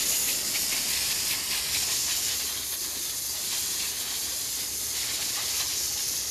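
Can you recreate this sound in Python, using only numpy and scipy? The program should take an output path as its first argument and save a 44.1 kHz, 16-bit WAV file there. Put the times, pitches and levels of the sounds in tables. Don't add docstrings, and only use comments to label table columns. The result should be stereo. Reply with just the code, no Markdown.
import sys
import numpy as np
from scipy import signal
from scipy.fft import rfft, irfft
from scipy.io import wavfile
from scipy.ndimage import map_coordinates

SR = 44100
rng = np.random.default_rng(int(sys.argv[2]) if len(sys.argv) > 2 else 0)


def store_wav(level_fs):
    pcm = np.round(np.clip(np.atleast_2d(level_fs), -1, 1) * 32767)
    wavfile.write(sys.argv[1], SR, pcm.T.astype(np.int16))


N = 277830
TIME, FREQS = np.arange(N) / SR, np.maximum(np.arange(N // 2 + 1) * SR / N, 1)

# time_s, level_db
RUMBLE_LEVEL = [(0, -52.5), (1.2, -51), (2.3, -50.5), (2.7, -54), (3.3, -54.5), (4.2, -54), (5, -52.5),
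                (6.3, -52)]
MIST_LEVEL = [(0, -33.5), (.2, -31.5), (.45, -36.5), (1.6, -37.5), (2.2, -36), (2.6, -38), (4.7, -38.5),
              (5.6, -37.5), (6.3, -38.5)]
STEADY_SPLASH_LEVEL = [(0, -37.5), (.45, -41), (.66, -41.5), (.9, -37.5), (1.43, -39), (1.67, -37),
                       (1.96, -39), (2.03, -42), (2.12, -39.5), (2.4, -40.5), (2.6, -43.5), (2.68, -47),
                       (3.3, -46.5), (3.65, -40.5), (4.3, -42), (4.5, -45), (4.75, -46), (4.93, -44.5),
                       (4.97, -39), (5.5, -38.5), (5.9, -43), (6.3, -43)]
JET_LEVEL = [(0, -31), (.27, -33), (.4, -31), (1.0, -31), (1.65, -31.5), (1.85, -30), (2.15, -30.5),
             (2.6, -34), (2.68, -34.5), (2.76, -33), (3.3, -33.5), (3.48, -31.5), (3.57, -31),
             (3.85, -31.5), (3.94, -34.5), (4.05, -34), (4.35, -32.5), (4.78, -34), (5.1, -31.5),
             (5.5, -32), (6.1, -33.5), (6.3, -33.5)]
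# time_s, share
FLOOR_SHARE = [(0, 0.4), (.45, 0.23), (1.55, 0.07), (1.9, 0.83), (2.5, 0.99), (6.3, 0.91)]
JET_FOCUS = [(0, 0), (2.3, 0.12), (2.6, 1), (3.3, 0.74), (3.5, .25), (3.95, 0.6), (4.5, 0.5), (4.7, 0.7),
             (4.9, .9), (5.02, 0.13), (5.6, 0.16), (6.3, .35)]
# time_s, left_minus_right_db
LANDING_SWAY = [(0, 1), (.7, 1.3), (2.2, 1.5), (2.7, 3), (3.7, 2), (5.7, 1.9), (6.3, 1)]
# time_s, centre_hz, lift_db
LEFT_RESONANCE = [(0, 6600, 6), (.25, 6750, 4.5), (.5, 6440, 4), (1.2, 5900, 3.5), (1.6, 5600, 3),
                  (2.05, 5050, 4.5), (2.6, 5950, 1.5), (2.9, 6100, 0.5), (4.8, 6000, 2), (5.4, 5380, 4.5),
                  (6.3, 5230, 2.5)]
RIGHT_RESONANCE = [(0, 6750, 2), (.25, 6900, 2.5), (.45, 6960, 3.6), (1.6, 7500, 3.1), (1.9, 6850, 3.9),
                   (2.25, 6860, 4.2), (2.5, 6500, 1.2), (3.7, 6500, 1.3), (5.2, 6300, 1.5),
                   (5.7, 6270, 4.8), (6.3, 5950, 5.9)]
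# time_s, centre_hz, lift_db, bend_rad
UPPER_INTERFERENCE = [(0, 5830, 4, 1.5), (.28, 6130, 6, 1.5), (.45, 6200, -10, 0.94), (.8, 6400, -8, 1.3),
                      (1.2, 6440, 2, 1), (1.55, 6900, -3, 1), (1.85, 6250, -5, 1.7), (2.15, 5650, 5, 0.81),
                      (2.5, 5370, -1, 0.13), (5.4, 5400, -1, 0.26), (5.7, 5800, 2, 0.93),
                      (6.3, 6000, -1, 1.3)]
LOWER_INTERFERENCE = [(0, 3550, 3, 0), (.3, 3520, 2, 0), (.7, 3300, -2.5, 0), (1.2, 3270, 2.5, 0),
                      (1.8, 3340, 0, 0), (3.7, 3330, 0.5, 0), (5.5, 3320, 0.5, 0), (6, 3220, -2, 0)]

# frequency_hz, relative_level_db
RUMBLE_SPECTRUM = [(15, -60), (30, -42), (42, -19), (55, -2.5), (74, 0), (95, -6.5), (118, -2.5),
                   (145, -16), (300, -48)]
PATTER_SPECTRUM = [(30, -45), (80, -23), (150, -3.5), (220, -1), (330, 6), (520, 1.5), (700, -12),
                   (1200, -38)]
THUD_SPECTRUM = [(30, -45), (70, -26), (130, -11), (200, 0), (270, -5), (430, -14), (600, -3.5), (900, -17),
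                 (3000, -40)]
GURGLE_SPECTRUM = [(60, -30), (400, -10), (600, -4.5), (760, 2), (1150, 7.5), (1450, 0), (1700, 2),
                   (2050, 3.5), (3000, -44)]
MIST_SPECTRUM = [(7000, -28), (9500, -7), (10400, 1), (11500, 0), (13000, -1.5), (14200, -4), (15600, -2.5)]
SIZZLE_SPECTRUM = [(3000, -35), (6100, -16), (6550, -2), (6750, 3), (7050, -0.5), (7350, -4), (8100, -8),
                   (8700, -29), (9300, -8), (9700, 0), (10200, -9), (10800, -37)]
HIDE_SPLASH_SPECTRUM = [(1100, -28), (1600, -10), (2000, 0.5), (2400, -2), (2900, 2.5), (3700, 5),
                        (5200, -2.5), (8000, -11.5)]
FLOOR_SPLASH_SPECTRUM = [(1100, -29), (1600, -7), (2000, -4.5), (2400, -3.5), (2800, -3), (3300, 1),
                         (4000, 1.5), (5200, -3.5), (8000, -57)]
HIDE_HISS_SPECTRUM = [(1500, -11.5), (3000, -6), (3900, -8.5), (4600, 1.5), (5150, 3.5), (5700, 0),
                      (6300, -1.5), (7200, -1), (8600, -4.5), (9700, -1), (10200, -28), (10800, -35)]
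FLOOR_HISS_SPECTRUM = [(1500, -31), (2600, -3.5), (3300, -7), (4600, 2.5), (5200, 4), (5700, 5.5),
                       (6400, 3), (7300, 4.5), (8200, -2), (8900, -0.5), (9700, 1.5), (10200, -4.5),
                       (10800, -35)]
TIGHT_HISS_SPECTRUM = [(1500, -25), (2700, -9), (3300, -8), (4000, -4.5), (4600, 1.5), (5000, 2.5),
                       (5400, 5), (5900, 8), (6400, 9), (7000, 3), (7400, 2), (8200, 0), (8900, 1),
                       (9700, 3), (10200, 1), (10800, -35)]
# frequency_hz, left_minus_right_db
HIDE_BALANCE = [(60, -7), (200, -1.5), (480, -1), (1000, -4.5), (1500, -2.5), (2700, -3), (4500, -4.5),
                (5500, -6), (6200, 3), (7000, 0), (8000, -9.5), (9600, -6), (10400, 0.5)]
FLOOR_BALANCE = [(60, -1.5), (250, -2.5), (480, -8), (1100, 1), (1600, -3.5), (3200, -6), (5300, -3.5),
                 (6400, -5.5), (7100, -7.5), (8600, -1.5), (9600, -9), (10400, -1.5)]
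SIZZLE_BALANCE = [(6300, 7), (6900, -4.5), (8000, 1), (8700, 0), (9700, -1), (10400, -2)]
# frequency_hz, lead_rad
FLOOR_PHASE = [(500, 0), (1800, -1.1), (2500, -3.6), (3000, -4.7), (3500, -5.7), (4500, -5.9), (5500, -5.9),
               (7000, -6.7), (8200, -6.9), (8700, -9.4), (9300, -12.3), (10200, -12.9)]
# frequency_hz, share
COMMON_SHARE = [(60, 0.82), (330, 0.81), (520, 0.07), (750, 0.74), (1500, 0.51), (2100, 0.1), (3100, 0.5),
                (4000, 0.52), (5000, 0.3), (5800, 0.3), (6600, 0.64), (7400, 0.5), (8700, 0.3), (9700, 0.4),
                (10200, 0.3), (10500, 1), (13000, 1), (13700, 0.4), (14500, 1)]
TIGHT_COMMON_SHARE = [(3800, 0.5), (4500, 1), (5000, 0.3), (5500, 0.8), (6500, 0.84), (7500, .72),
                      (8700, 0.34), (9700, 0.3), (10500, 1)]

# peak_s, length_s, level_db
MIST_PUFFS = [(.283, 0.028, -37.5), (.62, 0.077, -42), (.76, .05, -47), (.91, 0.03, -40), (1.1, .04, -47),
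              (1.32, 0.035, -37), (2.4, 0.039, -45), (2.735, 0.04, -38), (3.45, 0.044, -44),
              (3.61, 0.066, -45), (4.385, .035, -46), (5.58, 0.044, -43), (6.15, 0.046, -44)]
# start_s,
# pitch_hz, level_db
SINGLE_RINGS = [(2.078, 934, -40), (2.81, 343, -42), (2.87, 308, -44), (2.91, 572, -48), (3.0, 333, -38),
                (3.38, 590, -45), (4.32, 514, -41), (4.355, 590, -47), (5.022, 2000, -35),
                (5.102, 1890, -32), (5.353, 1790, -30), (5.37, 786, -36), (5.371, 1090, -30),
                (5.387, 1850, -31)]
# start_s, level_db
WATER_SLAPS = [(.74, -42), (1.53, -39), (2.08, -37), (3.541, -41), (3.83, -40), (5.365, -36), (5.388, -42),
               (5.601, -36.5)]
# pitch_hz, width_hz, level_db
AIR_POCKETS = [(755, 200, 0), (1116, 490, 5.5), (1650, 480, 3.5)]
# peak_s, length_s, level_db, pitch_hz
JET_GUSHES = [(0.01, .03, -35, 2900), (0.13, 0.041, -39.5, 2900), (0.293, 0.042, -33.5, 2450),
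              (0.34, 0.034, -45, 2750), (0.556, 0.044, -33.5, 2500), (0.733, 0.031, -33.5, 2380),
              (0.777, .035, -35.5, 2250), (0.904, 0.042, -37, 2600), (0.973, 0.05, -35, 2280),
              (1.013, 0.021, -42, 2410), (1.116, 0.024, -35, 2470), (1.33, 0.042, -34, 2280),
              (1.525, .03, -34.5, 2400), (1.57, 0.039, -34.5, 2440), (1.677, 0.055, -44, 2400),
              (1.759, 0.027, -35.5, 2430), (1.822, 0.089, -39, 2600), (1.915, 0.076, -37, 2720),
              (2.111, 0.059, -33.5, 3100), (2.235, .04, -40, 3030), (2.322, 0.053, -35.5, 2960),
              (2.544, 0.15, -38.5, 3120), (2.73, 0.038, -38.5, 3720), (2.854, 0.061, -41, 3700),
              (2.975, 0.071, -41, 3700), (3.098, 0.055, -41.5, 3500), (3.369, 0.041, -39.5, 3420),
              (3.456, 0.038, -41, 3370), (3.545, 0.046, -35, 3000), (3.74, 0.02, -42, 3340),
              (3.832, 0.066, -37.5, 2590), (4.101, .1, -37.5, 3120), (4.315, 0.061, -45, 3440),
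              (4.605, 0.075, -40.5, 3660), (4.96, .025, -38.5, 3300), (5.033, 0.03, -42, 2170),
              (5.107, 0.039, -41, 2120), (5.223, 0.014, -38.5, 2800), (5.388, 0.05, -38.5, 2870),
              (5.463, .03, -45, 3300), (5.546, .025, -40.5, 2570), (5.616, 0.045, -39, 3000),
              (5.726, 0.04, -37.5, 2960), (5.999, 0.037, -41, 3220)]

LEFT_LEAD_S, LEAD_LOW_HZ, LEAD_HIGH_HZ = 0.000431, 450, 10200
ANTIPHASE_ABOVE_HZ = 13900
WALL_DELAY_S, WALL_WOBBLE_S, WALL_ECHO_DB = .00094, .000014, -16
DRUM_DB, DRUM_START_DB, DRUM_SETTLE_S = -49, 4.5, 1
GURGLE_DB, SIZZLE_DB, SIZZLE_FADE_S = -43, -29.5, 0.38
DRUM_FOLLOWS, GURGLE_FOLLOWS, RING_FOLLOWS = 0.12, 0.65, 0.11
MIST_GAIN_DB, PUFF_GAIN_DB = 4, 9
SPLAT_GAIN_DB, SPLAT_SPREAD_DB = 4.5, 4
GUSH_GAIN_DB, STEADY_SPLASH_GAIN_DB, GUSH_RAGGED_DB = 4, 5.5, 1.6
HIDE_RING_DB, FLOOR_RING_DB, RING_WANDER_HZ, RING_FLICKER_DB = 3, 4, 90, 0.5
TIGHT_RING_HZ, TIGHT_RING_DB, TIGHT_WANDER_HZ, TIGHT_FLICKER_DB = 4800, 1.5, 160, 1.8
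JET_GAIN_DB, GUSH_HISS_GAIN_DB = 2, -4.5


def from_db(db):
    return 10 ** (np.asarray(db) / 20)


def unit_power(x):
    return x / np.sqrt(np.mean(x ** 2) + 1e-20)


def in_time(rows):
    time_s, *columns = np.transpose(rows)
    return [np.interp(TIME, time_s, column) for column in columns]


def at_hz(points):
    hz, value = np.transpose(points)
    return np.interp(np.log(FREQS), np.log(np.maximum(hz, 1)), value)


def drift(rate_hz):
    return unit_power(irfft(rfft(rng.standard_normal(N)) / (1 + (FREQS / rate_hz) ** 2), N))


def drops(per_s, spread_db):
    sizes = from_db(spread_db * np.minimum(rng.exponential(1, N), 6))
    return unit_power(sizes * rng.choice([-1, 1], N) * (rng.random(N) < per_s / SR))


def bubble(hz, cycles, rise):
    t = np.arange(SR // 16) / SR
    age = t * hz / cycles
    return np.exp(-age) * np.sin(2 * np.pi * hz * t * (1 + rise * age))


def swells(rows, rise_share):
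    power = np.zeros(N)
    for peak_s, length_s, db, *_ in rows:
        width_s = length_s * np.where(TIME < peak_s, rise_share, 1 - rise_share)
        power += from_db(db) ** 2 * .5 ** np.minimum(((TIME - peak_s) / width_s) ** 2, 60)
    return np.sqrt(power)


def aimed(hide, floor):
    on_floor = np.clip(in_time(FLOOR_SHARE)[0], 0, 1)
    return np.sqrt(1 - on_floor) * hide + np.sqrt(on_floor) * floor


def resonance(x, controls, width_hz):
    hz, frame_s, frames = signal.stft(x, SR, nperseg=512)
    centre_hz, lift_db, *bend_rad = [np.interp(frame_s, TIME, control) for control in controls]
    detuning = (hz[:, None] - centre_hz) / width_hz
    gain = from_db(lift_db * np.exp(-detuning ** 2))
    if bend_rad:
        gain = gain * np.exp(-2j * bend_rad[0] * detuning / (1 + np.abs(detuning) ** 1.6))
    return signal.istft(frames * gain, SR)[1][..., :N]


def in_pen(impacts, spectrum, balance, extra_phase=((20, 0), (20000, 0)), common_share=COMMON_SHARE):
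    share = np.clip(at_hz(common_share), 0, 1)
    lead_s = LEFT_LEAD_S * (FREQS > LEAD_LOW_HZ) * (FREQS < LEAD_HIGH_HZ)
    phase = 2 * np.pi * FREQS * lead_s + at_hz(extra_phase) + np.pi * (FREQS > ANTIPHASE_ABOVE_HZ)
    ears = np.array([[.5], [-.5]])
    common = np.exp(1j * phase * ears) * rfft(impacts)
    diffuse = rfft(rng.standard_normal((2, N)))
    field = np.sqrt(share) * common + np.sqrt(1 - share) * diffuse
    return unit_power(irfft(field * from_db(at_hz(spectrum) + at_hz(balance) * ears), N))


def wall_echo(x):
    delay_s = WALL_DELAY_S + WALL_WOBBLE_S * drift(rate_hz=4.4)
    left, right = x
    echo = map_coordinates(left, [np.arange(N) - SR * delay_s], order=3)
    return unit_power(np.array([left + from_db(WALL_ECHO_DB) * echo, right]))


def near_echoes(x, echo_db, wander_s, count):
    out = x.copy()
    for k, delay_s in enumerate(np.geomspace(.0013, .009, count)):
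        read_at = np.arange(N) - SR * (delay_s + wander_s * drift(rate_hz=1.43))
        echo = np.array([map_coordinates(channel, [read_at], order=3) for channel in x])
        out += (-1) ** k * from_db(echo_db) * echo
    return out / np.sqrt(1 + count * from_db(echo_db) ** 2)


def rumble():
    noise = in_pen(rng.standard_normal(N), RUMBLE_SPECTRUM, FLOOR_BALANCE)
    return from_db(in_time(RUMBLE_LEVEL)[0]) * noise


def drumming(surge_db):
    patter = in_pen(drops(per_s=1800, spread_db=3.5), PATTER_SPECTRUM, FLOOR_BALANCE)
    thud = in_pen(drops(per_s=1100, spread_db=2.5), THUD_SPECTRUM, HIDE_BALANCE)
    opening_db = DRUM_START_DB * np.exp(-(TIME / DRUM_SETTLE_S) ** 2)
    level_db = DRUM_DB + DRUM_FOLLOWS * surge_db + opening_db + .6 * drift(rate_hz=11)
    return from_db(level_db) * aimed(from_db(-5.5) * patter + from_db(-8.0) * thud, patter)


def bubble_cloud(per_s, cycles, rise):
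    out = np.zeros(N + SR)
    for when, smallness, weakness in rng.random((int(per_s * N / SR), 3)):
        ring, at = bubble(600 * 3 ** smallness, cycles, rise), int(when * N)
        out[at:at + len(ring)] += from_db(-14 * weakness) * ring
    return unit_power(out[:N])


def gurgle(surge_db):
    ringing = bubble_cloud(per_s=640, cycles=9.3, rise=0.0264)
    bursts = drops(per_s=1500, spread_db=6.5)
    level_db = GURGLE_DB + GURGLE_FOLLOWS * surge_db + drift(rate_hz=24)
    return from_db(level_db) * in_pen(0.23 * ringing + 0.16 * bursts, GURGLE_SPECTRUM, FLOOR_BALANCE)


def plops(cycles):
    out = np.zeros(N + SR)
    for start_s, hz, db in SINGLE_RINGS:
        ring, at = bubble(hz, cycles, rise=0.033), int(start_s * SR)
        out[at:at + len(ring)] += from_db(db) * ring * signal.windows.tukey(len(ring), .2)
    return out[:N]


def slaps(decay_s):
    envelope = sum(from_db(db) * (TIME > start_s) * np.exp(-np.abs(TIME - start_s) / decay_s)
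                   for start_s, db in WATER_SLAPS)
    response = sum(from_db(db) / (1 + 1j * (FREQS ** 2 - hz ** 2) / (FREQS * width_hz)) ** 2
                   for hz, width_hz, db in AIR_POCKETS)
    response /= np.sqrt(np.mean(np.abs(response) ** 2))
    return irfft(rfft(envelope * rng.standard_normal((2, N))) * response, N)


def splats(cycles, spread_octaves, pan_db, count):
    out = np.zeros((2, N + SR))
    clusters = rng.uniform(-1, 1, (len(JET_GUSHES), count, 4))
    for (peak_s, length_s, db, hz), cluster in zip(JET_GUSHES, clusters):
        for when, detuning, strength, place in cluster:
            gain = from_db(db + SPLAT_GAIN_DB + SPLAT_SPREAD_DB * strength)
            ring = gain * bubble(hz * 2 ** (spread_octaves * detuning), cycles, rise=0.027)
            left_at = int(max(peak_s + when * length_s / 2, 0) * SR)
            right_at = left_at + int(LEFT_LEAD_S * SR)
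            out[0, left_at:left_at + len(ring)] += from_db(pan_db + SPLAT_SPREAD_DB * place) * ring
            out[1, right_at:right_at + len(ring)] += ring
    return out[:, :N]


def mist(sputter):
    droplets = in_pen(drops(per_s=15000, spread_db=3.0), MIST_SPECTRUM, FLOOR_BALANCE)
    steady = from_db(in_time(MIST_LEVEL)[0] + MIST_GAIN_DB)
    puffs = from_db(PUFF_GAIN_DB) * swells(MIST_PUFFS, rise_share=0.56)
    return np.hypot(steady, puffs) * from_db(0.9 * sputter) * droplets


def sizzle(sputter):
    impacts = drops(per_s=14000, spread_db=3.5)
    ring = in_pen(impacts, SIZZLE_SPECTRUM, SIZZLE_BALANCE, FLOOR_PHASE, TIGHT_COMMON_SHARE)
    return from_db(SIZZLE_DB + 0.87 * sputter) * np.exp(-(TIME / SIZZLE_FADE_S) ** 6) * ring


def splash(level_db, surge_db, sputter):
    hide = in_pen(drops(per_s=3000, spread_db=2.0), HIDE_SPLASH_SPECTRUM, HIDE_BALANCE)
    floor = in_pen(drops(per_s=3000, spread_db=2.5), FLOOR_SPLASH_SPECTRUM, FLOOR_BALANCE, FLOOR_PHASE)
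    centre_hz = in_time(JET_GUSHES)[-1] + RING_WANDER_HZ * drift(rate_hz=3.9)
    lift_db = np.interp(in_time(FLOOR_SHARE)[0], [0, 1], [HIDE_RING_DB, FLOOR_RING_DB])
    lift_db += RING_FLICKER_DB * drift(rate_hz=7.5) + RING_FOLLOWS * surge_db
    ringing = resonance(aimed(hide, floor), (centre_hz, lift_db), width_hz=140)
    return from_db(level_db + 0.44 * sputter + 1.1 * drift(rate_hz=29)) * ringing


def tight_jet():
    impacts = drops(per_s=14000, spread_db=2.5)
    spot = in_pen(impacts, TIGHT_HISS_SPECTRUM, FLOOR_BALANCE, FLOOR_PHASE, TIGHT_COMMON_SHARE)
    centre_hz = TIGHT_RING_HZ + TIGHT_WANDER_HZ * drift(rate_hz=3)
    lift_db = TIGHT_RING_DB + TIGHT_FLICKER_DB * drift(rate_hz=7.1)
    return resonance(spot, (centre_hz, lift_db), width_hz=420)


def hiss(gushes, sputter):
    hide = in_pen(drops(per_s=15000, spread_db=4.0), HIDE_HISS_SPECTRUM, HIDE_BALANCE)
    loose = in_pen(drops(per_s=14000, spread_db=3.5), FLOOR_HISS_SPECTRUM, FLOOR_BALANCE, FLOOR_PHASE)
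    focus = np.clip(in_time(JET_FOCUS)[0], 0, 1)
    floor = wall_echo(np.sqrt(1 - focus) * loose + np.sqrt(focus) * tight_jet())
    left, right = aimed(hide, floor)
    left = resonance(left, in_time(LEFT_RESONANCE), width_hz=1300)
    right = resonance(right, in_time(UPPER_INTERFERENCE), width_hz=180)
    right = resonance(right, in_time(RIGHT_RESONANCE), width_hz=1540)
    level = np.hypot(from_db(in_time(JET_LEVEL)[0] + JET_GAIN_DB), from_db(GUSH_HISS_GAIN_DB) * gushes)
    return level * from_db(0.92 * sputter) * np.array([left, right])


def scene():
    gushes = swells(JET_GUSHES, rise_share=0.5)
    gushes *= from_db(GUSH_RAGGED_DB * drift(rate_hz=70))
    sputter = drift(rate_hz=13.0)
    steady = from_db(in_time(STEADY_SPLASH_LEVEL)[0] + STEADY_SPLASH_GAIN_DB)
    splash_db = 20 * np.log10(np.hypot(steady, from_db(GUSH_GAIN_DB) * gushes))
    surge_db = splash_db - splash_db.mean()
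    water = hiss(gushes, sputter) + sizzle(sputter) + mist(sputter)
    water += splash(splash_db, surge_db, sputter)
    water += gurgle(surge_db) + slaps(decay_s=0.038) + plops(cycles=14.3) + drumming(surge_db)
    water += splats(cycles=8.0, spread_octaves=0.28, pan_db=-8.5, count=14)
    water[1] = resonance(water[1], in_time(LOWER_INTERFERENCE), width_hz=125)
    water = near_echoes(water, echo_db=-17.5, wander_s=.00012, count=4)
    sway = from_db(in_time(LANDING_SWAY)[0] * [[.5], [-.5]])
    return rumble() + sway * water


def record(dry, cutoff_hz=15600):
    return signal.sosfilt(signal.ellip(10, .2, 80, cutoff_hz, fs=SR, output="sos"), dry)


dry = scene()
out = record(dry)
store_wav(out)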